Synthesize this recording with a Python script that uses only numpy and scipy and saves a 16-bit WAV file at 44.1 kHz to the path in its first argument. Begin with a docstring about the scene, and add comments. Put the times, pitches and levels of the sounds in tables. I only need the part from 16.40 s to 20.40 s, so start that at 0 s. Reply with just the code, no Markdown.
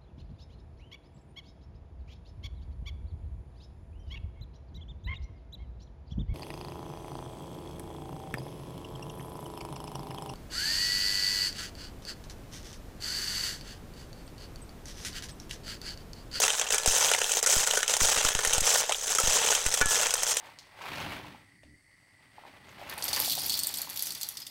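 """Stirring cockles in a pan

A spoon turns wet cockles over in a wide metal pan, close by. Each push sets off a crunch of tiny
shell contacts, and single shells drop and clack. The spoon rings the pan now and then and once gives
a hollow knock of its own. Jolts of the pan make dull thumps. A limiter holds down the sharpest hits."""
import sys
import numpy as np
from scipy import signal
from scipy.fft import rfft, irfft
from scipy.io import wavfile
from scipy.ndimage import uniform_filter1d, minimum_filter1d

SR = 44100
rng = np.random.default_rng(int(sys.argv[2]) if len(sys.argv) > 2 else 0)


def put_to_file(sound):
    """Save the sound as 16-bit audio at rate SR, in the file named by the first command-line argument."""
    columns = np.atleast_2d(sound).T  # one column per channel
    safe = np.clip(columns, -1, 1)
    whole_steps = np.round(safe * 32767)
    wavfile.write(sys.argv[1], SR, whole_steps.astype(np.int16))


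N = 176400  # 4 seconds
SPLIT_HZ = 4230  # shell on shell sounds above this pitch, shell on pan below it


# How loud the stirring is: (time [s], bright crunch level [dB], darker pan clatter level [dB])
STIRRING = [(0.0, -26.5, -30), (0.04, -22.5, -26), (0.075, -33.5, -32.5), (0.2, -33, -37.5),
            (0.22, -39.5, -35), (0.312, -37, -38.5), (0.34, -25.5, -30), (0.377, -37, -40.5),
            (0.45, -36.5, -37), (0.49, -26, -33), (0.66, -25.5, -27.5), (0.71, -30.5, -31.5),
            (0.85, -34.5, -37), (0.92, -30.5, -35), (0.99, -29, -34), (1.02, -49, -49.5),
            (1.04, -25, -29.5), (1.06, -53, -40.5), (1.102, -22, -29.5), (1.33, -34, -35), (1.35, -29, -33),
            (1.48, -43.5, -42.5), (1.499, -25, -29.5), (1.59, -40.5, -41), (1.609, -23.5, -30),
            (1.81, -29.5, -29.5), (1.89, -29.5, -31), (1.94, -37, -38.5), (2.158, -30, -31.5),
            (2.2, -41, -41), (2.271, -23.5, -28), (2.41, -27, -32), (2.43, -37, -35.5), (2.6, -37, -44),
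            (2.721, -28, -32.5), (2.75, -34, -38), (2.96, -24, -28.5), (3.012, -31, -30.5),
            (3.12, -24.5, -27), (3.145, -31, -31.5), (3.241, -35, -38), (3.38, -29.5, -34),
            (3.46, -43, -43), (3.49, -25, -31.5), (3.66, -29.5, -30), (3.69, -36, -37), (3.85, -34, -36.5),
            (3.91, -25, -32.5), (3.96, -38.5, -39.5), (4.0, -32, -38.5)]
def crunch(count=5000, contacts_per_s=1000, size_spread_db=3.5, reach_spread_db=4.5):
    """Stirred shells bump each other and the pan: a dense crunch on each push, loose ticks in between."""
    times, bright_db, dark_db = np.array(STIRRING).T
    starts = np.cumsum(rng.exponential(1, count)) / contacts_per_s
    swell_db = np.interp(starts, times, bright_db) - bright_db.mean()
    unevenness = 1 - 0.053 * swell_db  # a harder push makes the contacts more alike
    sizes_db = size_spread_db * unevenness * scatter(count)
    reach_db = reach_spread_db * scatter(count)  # some hit the metal, others lie deep in the heap
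    contacts = shell_contacts(count, decay_s=0.0021, noise_share=0.22, rise_s=0.00026, size=512)
    bright, dark = np.zeros((2, N))
    for start, db, reach, contact in zip(starts, sizes_db, reach_db, contacts):
        add(bright, start, undb(db) * contact)
        add(dark, start, undb(db + reach) * contact)
    out = np.zeros(N)
    for stream, kind, db in ((bright, "high", bright_db), (dark, "low", dark_db - 0.13)):
        part = butter(shell_tone(stream)[:N], SPLIT_HZ, kind, order=5)
        # Even out the loudness over about 40 ms, then make it follow the stirring.
        power = uniform_filter1d(uniform_filter1d(part ** 2, 1800), 1800)
        steady = part / np.sqrt(np.abs(power) + 1e-12)
        out += steady * undb(np.interp(np.arange(N) / SR, times, db))
    return out


# The pitch ranges of a shell's thud, knock, clack and click: (low edge [Hz], high edge [Hz])
PITCH_RANGES = [(460, 1100), (1200, 2100), (2500, 3750), (5000, 16000)]
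# Falling shells, with a relative level per range: (time [s], thud [dB], knock [dB], clack [dB], click [dB])
SHELL_DROPS = [(0.08, -35, -28.5, -28.5, -26), (0.103, -43, -36.5, -28.5, -30.5),
               (0.196, -41, -36, -31, -27.5), (0.214, -37, -36, -32.5, -30), (0.305, -37, -36, -31.5, -27),
               (0.324, -40, -41, -28, -25.5), (0.344, -35, -38, -39, -28), (0.382, -41, -39, -32, -26.5),
               (0.46, -25, -32, -28, -21), (0.475, -44, -34, -32.5, -23), (0.715, -29.5, -28, -30, -28),
               (0.736, -40, -36, -25, -27), (0.748, -30.5, -26.5, -33, -32),
               (0.816, -31, -30, -26.5, -29.5), (0.843, -43, -47, -31, -33.5), (0.918, -45, -49, -31, -24),
               (0.97, -32.5, -37, -30.5, -25), (1.028, -39.5, -36.5, -39, -26),
               (1.062, -40, -29, -38, -19.5), (1.071, -30, -25, -24.5, -16), (1.273, -37, -33, -38, -27),
               (1.3105, -51, -46, -28.5, -30), (1.336, -32.5, -40, -40, -31.5),
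               (1.373, -27.5, -21, -27, -21), (1.43, -39, -28.5, -31, -28), (1.479, -48, -52, -30.5, -28),
               (1.538, -31.5, -27.5, -24.5, -21), (1.567, -33, -36, -51, -25.5),
               (1.849, -54, -30, -36, -25), (1.888, -39.5, -32, -29.5, -30), (1.95, -37, -33.5, -30.5, -30),
               (1.99, -36.5, -31.5, -39, -31.5), (2.049, -32.5, -24, -27, -24.5),
               (2.074, -40, -40, -40, -25), (2.133, -31.5, -41, -21, -17),
               (2.181, -34.5, -36.5, -33.5, -28), (2.206, -57, -57, -43, -26.5),
               (2.357, -30.5, -31, -43, -45), (2.437, -40, -41, -39, -46), (2.494, -30, -40, -37, -33),
               (2.512, -33.5, -41, -44, -49), (2.5221, -40, -34.5, -26.5, -28.5),
               (2.546, -59, -56, -33, -45), (2.75, -40.5, -36, -39, -25), (2.785, -39, -33.5, -47, -26),
               (2.8, -33, -48, -34, -21), (2.873, -34.5, -41, -27.5, -23.5), (3.15, -44, -39, -24.5, -22.5),
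               (3.263, -37, -28, -28.5, -23.5), (3.34, -36.5, -31, -28, -20.5),
               (3.4125, -25, -20, -25, -21), (3.458, -41.5, -52, -41, -29), (3.668, -40, -34, -39, -29.5),
               (3.707, -47, -46, -35, -30), (3.739, -34.5, -33, -32.5, -23.5),
               (3.833, -36.5, -37, -44, -26.5), (3.969, -43, -37, -31.5, -28)]
def clacks(boost_db=3.17, bounce_s=0.0033, bounce_db=-11.5, size=1024):
    """A falling shell gives the pan one sharp push, rings briefly and touches down a second time."""
    out = np.zeros(N)
    push = butter(signal.unit_impulse(size), SPLIT_HZ, "low")
    contacts = shell_contacts(len(SHELL_DROPS), decay_s=0.0013, noise_share=0.76, rise_s=0.0001, size=size)
    for (start, *levels), contact in zip(SHELL_DROPS, contacts):
        hit = push + unit(contact)
        add(hit, bounce_s * (0.5 + rng.random()), undb(bounce_db) * unit(contact))
        hit = shell_tone(hit)
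        pitch = rng.uniform(0.9, 1.1)  # larger shells sound lower, smaller ones higher
        for edges, db in zip(PITCH_RANGES, levels):
            part = butter(hit, pitch * np.array(edges), "band", order=2)
            gain = undb(db + boost_db) * np.sqrt(0.01 * SR)  # the level is an average over 10 ms
            add(out, start, gain * unit(part))
    return out


def shell_contacts(count, decay_s, noise_share, rise_s, size, tones=16):
    """One row per touch: a shell cracks, rings with its own random tones and echoes inside the pan."""
    t = np.arange(size) / SR
    ring = np.zeros((count, size))
    # Spacing the tones by the square root of pitch packs the low ones closer together.
    low, high = np.sqrt(np.min(PITCH_RANGES) * 0.85), np.sqrt(np.max(PITCH_RANGES))
    for k in range(tones):
        root = low + (high - low) * (k + rng.random((count, 1))) / tones
        gain = np.sqrt(root) * undb(5.5 * scatter((count, 1)))
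        sign = rng.choice([-1, 1], (count, 1))
        ring += sign * gain * np.sin(2 * np.pi * root ** 2 * t)
    fade = np.exp(-t / decay_s)
    ring = np.sqrt(1 - noise_share) * ring / ring.std() * fade
    echo_fade = undb(-10) * np.exp(-t / 0.0051)
    noise = rng.standard_normal((count, size)) * np.hypot(np.sqrt(noise_share) * fade, echo_fade)
    return (ring + noise) * (1 - np.exp(-t / rise_s))


# How strongly each pitch comes through from shells in the pan: (pitch [Hz], gain [dB])
SHELL_TONE = [(150, -13.5), (320, -16), (450, -1), (560, -3.5), (880, -3.5), (1150, -7), (1500, -4.5),
              (2250, -7), (3150, -2), (4400, -8.5), (5200, -3.5), (6200, 1.5), (8200, -2), (9700, -9.5),
              (12600, -18), (16000, -22.5)]
def shell_tone(sound, size=1024):
    """Turn some pitches up and others down to give a sound the tone of shells in a pan."""
    hz, db = np.array(SHELL_TONE).T
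    grid_hz = np.maximum(np.fft.rfftfreq(size, 1 / SR), 1)
    gains = undb(np.interp(np.log(grid_hz), np.log(hz), db))
    # Build a minimum-phase filter: one that makes no sound before the hit.
    cepstrum = irfft(np.log(gains))
    cepstrum[1:size // 2] *= 2
    cepstrum[size // 2 + 1:] = 0
    return signal.fftconvolve(sound, irfft(np.exp(rfft(cepstrum))))


def wet_ticks(count=600, ticks_per_s=110, decay_s=0.00037, spread_db=4):
    """Sticky wet shells pull apart with tiny bright ticks, louder when the stirring is louder."""
    out = np.zeros(N)
    times, bright_db, _ = np.array(STIRRING).T
    starts = np.cumsum(rng.exponential(1, count)) / ticks_per_s
    levels = np.interp(starts, times, bright_db) + 0.5 + spread_db * scatter(count)
    for start, db in zip(starts, levels):
        add(out, start, undb(db) * np.sqrt(decay_s * SR) * burst(decay_s, size=128))
    return butter(out, hz=7500, kind="high", order=2)


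# The tones of the metal pan: (pitch [Hz], relative level [dB], time to fade by 60 dB [s])
PAN_TONES = [(527, -13.5, 0.15), (888, -14.5, 0.23), (1356, -13.5, 0.69), (1489, 1.5, 0.098),
             (1709, -8, 0.91), (2336, -3, 0.096), (3000, -15, 0.12)]
# The spoon hits the pan: (time [s], relative level [dB])
SPOON_HITS = [(.335, -31), (1.429, -42.5), (3.412, -21.5)]
def pan_ring(rattle, rattle_db=-55, bounces=4, bounce_s=0.0042, bounce_loss_db=0.5):
    """The pan rings faintly from the shells, and clearly when the spoon hits it and bounces."""
    ring = ringing(PAN_TONES)
    choked = ring * np.exp(-np.arange(len(ring)) / SR / bounce_s)  # the next touch stops each bounce
    out = undb(rattle_db) * signal.fftconvolve(rattle, ring)[:N]
    for start, db in SPOON_HITS:
        add(out, start, undb(db) * ring)
        delays = np.cumsum(bounce_s * (0.5 + rng.random(bounces)))
        for k, delay in enumerate(delays, 1):
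            add(out, start + delay, undb(db - k * bounce_loss_db) * choked)
    return out


# The tones of the held spoon: (pitch [Hz], relative level [dB], time to fade by 60 dB [s])
SPOON_TONES = [(1314, 1, 0.05), (3170, -6, .045)]
def spoon_knock(start_s=2.786, gain_db=-17.5):
    """The held spoon is knocked once and gives a short, hollow note of its own."""
    out = np.zeros(N)
    add(out, start_s, undb(gain_db) * ringing(SPOON_TONES))
    return out


# The pan is jolted: (time [s], relative level [dB])
PAN_JOLTS = [(0.478, -23.5), (1.167, -27), (1.618, -26), (1.637, -31), (1.774, -36), (1.852, -28),
             (1.953, -27.5), (2.073, -31), (2.135, -34), (2.181, -27.5), (2.219, -30), (2.838, -28.5),
             (2.88, -27.5), (3.264, -26), (3.414, -25), (3.459, -28)]
def thumps(rise_s=0.00045, decay_s=0.019, shudder_decay_s=0.042, boost_db=4):
    """Each jolt is a quick drop in air pressure that creeps back as the pan shudders, over a faint rumble."""
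    t, out = np.arange(SR // 2) / SR, np.zeros(N)
    drop = (1 - np.exp(-(t / rise_s) ** 2)) * np.exp(-t / decay_s)
    for start, db in PAN_JOLTS:
        shudder = low_noise(len(t), hz=90, db=-21.5, order=2) * np.exp(-t / shudder_decay_s)
        add(out, start, undb(db + boost_db) * (shudder - drop))
    return out + low_noise(N, hz=5, db=-54, order=1)


def room_echo(sound, decay_s=0.017, gain_db=-17):
    """A small room sends back a faint echo that dies quickly."""
    return undb(gain_db) * signal.fftconvolve(sound, burst(decay_s, size=16384))[:N]


def ringing(tones):
    """One second of a struck object's fading tones."""
    t = np.arange(SR) / SR
    return sum(undb(db - 60 * t / fade_s) * np.sin(2 * np.pi * hz * t) for hz, db, fade_s in tones)


def burst(decay_s, size):
    """Noise that dies away, with an energy of one."""
    return unit(rng.standard_normal(size) * np.exp(-np.arange(size) / SR / decay_s))


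def low_noise(size, hz, db, order):
    """Deep noise, mostly below the given pitch."""
    noise = butter(rng.standard_normal(size), hz, "low", order)
    return undb(db) * noise / noise.std()


def scatter(shape):
    """Bell-curve random numbers, kept between -2 and 2."""
    return rng.standard_normal(shape).clip(-2, 2)


def butter(x, hz, kind, order=3):
    """Keep the low pitches, the high ones or a band."""
    return signal.sosfilt(signal.butter(order, hz, kind, fs=SR, output="sos"), x)


def undb(db):
    """Turn decibels into a multiplier."""
    return 10 ** (np.asarray(db) / 20)


def unit(x):
    """Scale to an energy of one."""
    return x / np.sqrt(np.sum(x ** 2) + 1e-18)


def add(out, start_s, x):
    """Mix a sound in at a time."""
    i = max(0, int(start_s * SR))
    out[i:i + len(x)] += x[:max(0, len(out) - i)]


def scene():
    """Mix shells, pan, spoon, room and thumps into one channel."""
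    rattle = crunch() + clacks() + wet_ticks()
    near = rattle + pan_ring(rattle) + spoon_knock()
    return (near + room_echo(near) + thumps())[None]


def record(dry, ceiling_db=-10.3, recovery_s=0.004, top_hz=16100):
    """A limiter briefly turns down the loudest hits, then a filter cuts the very highest pitches."""
    gain = np.minimum(1, undb(ceiling_db) / (np.abs(dry[0]) + 1e-9))
    gain = uniform_filter1d(minimum_filter1d(gain, 45), 45)  # hold and smooth each dip for 1 ms
    keep = np.exp(-1 / (recovery_s * SR))
    lingering_dip = signal.lfilter([1 - keep], [1, -keep], 1 - gain)
    gain = np.minimum(gain, 1 - lingering_dip)
    top_cut = signal.ellip(10, 0.2, 80, top_hz, fs=SR, output="sos")
    return signal.sosfilt(top_cut, dry * gain)


dry = scene()
out = record(dry)
put_to_file(out)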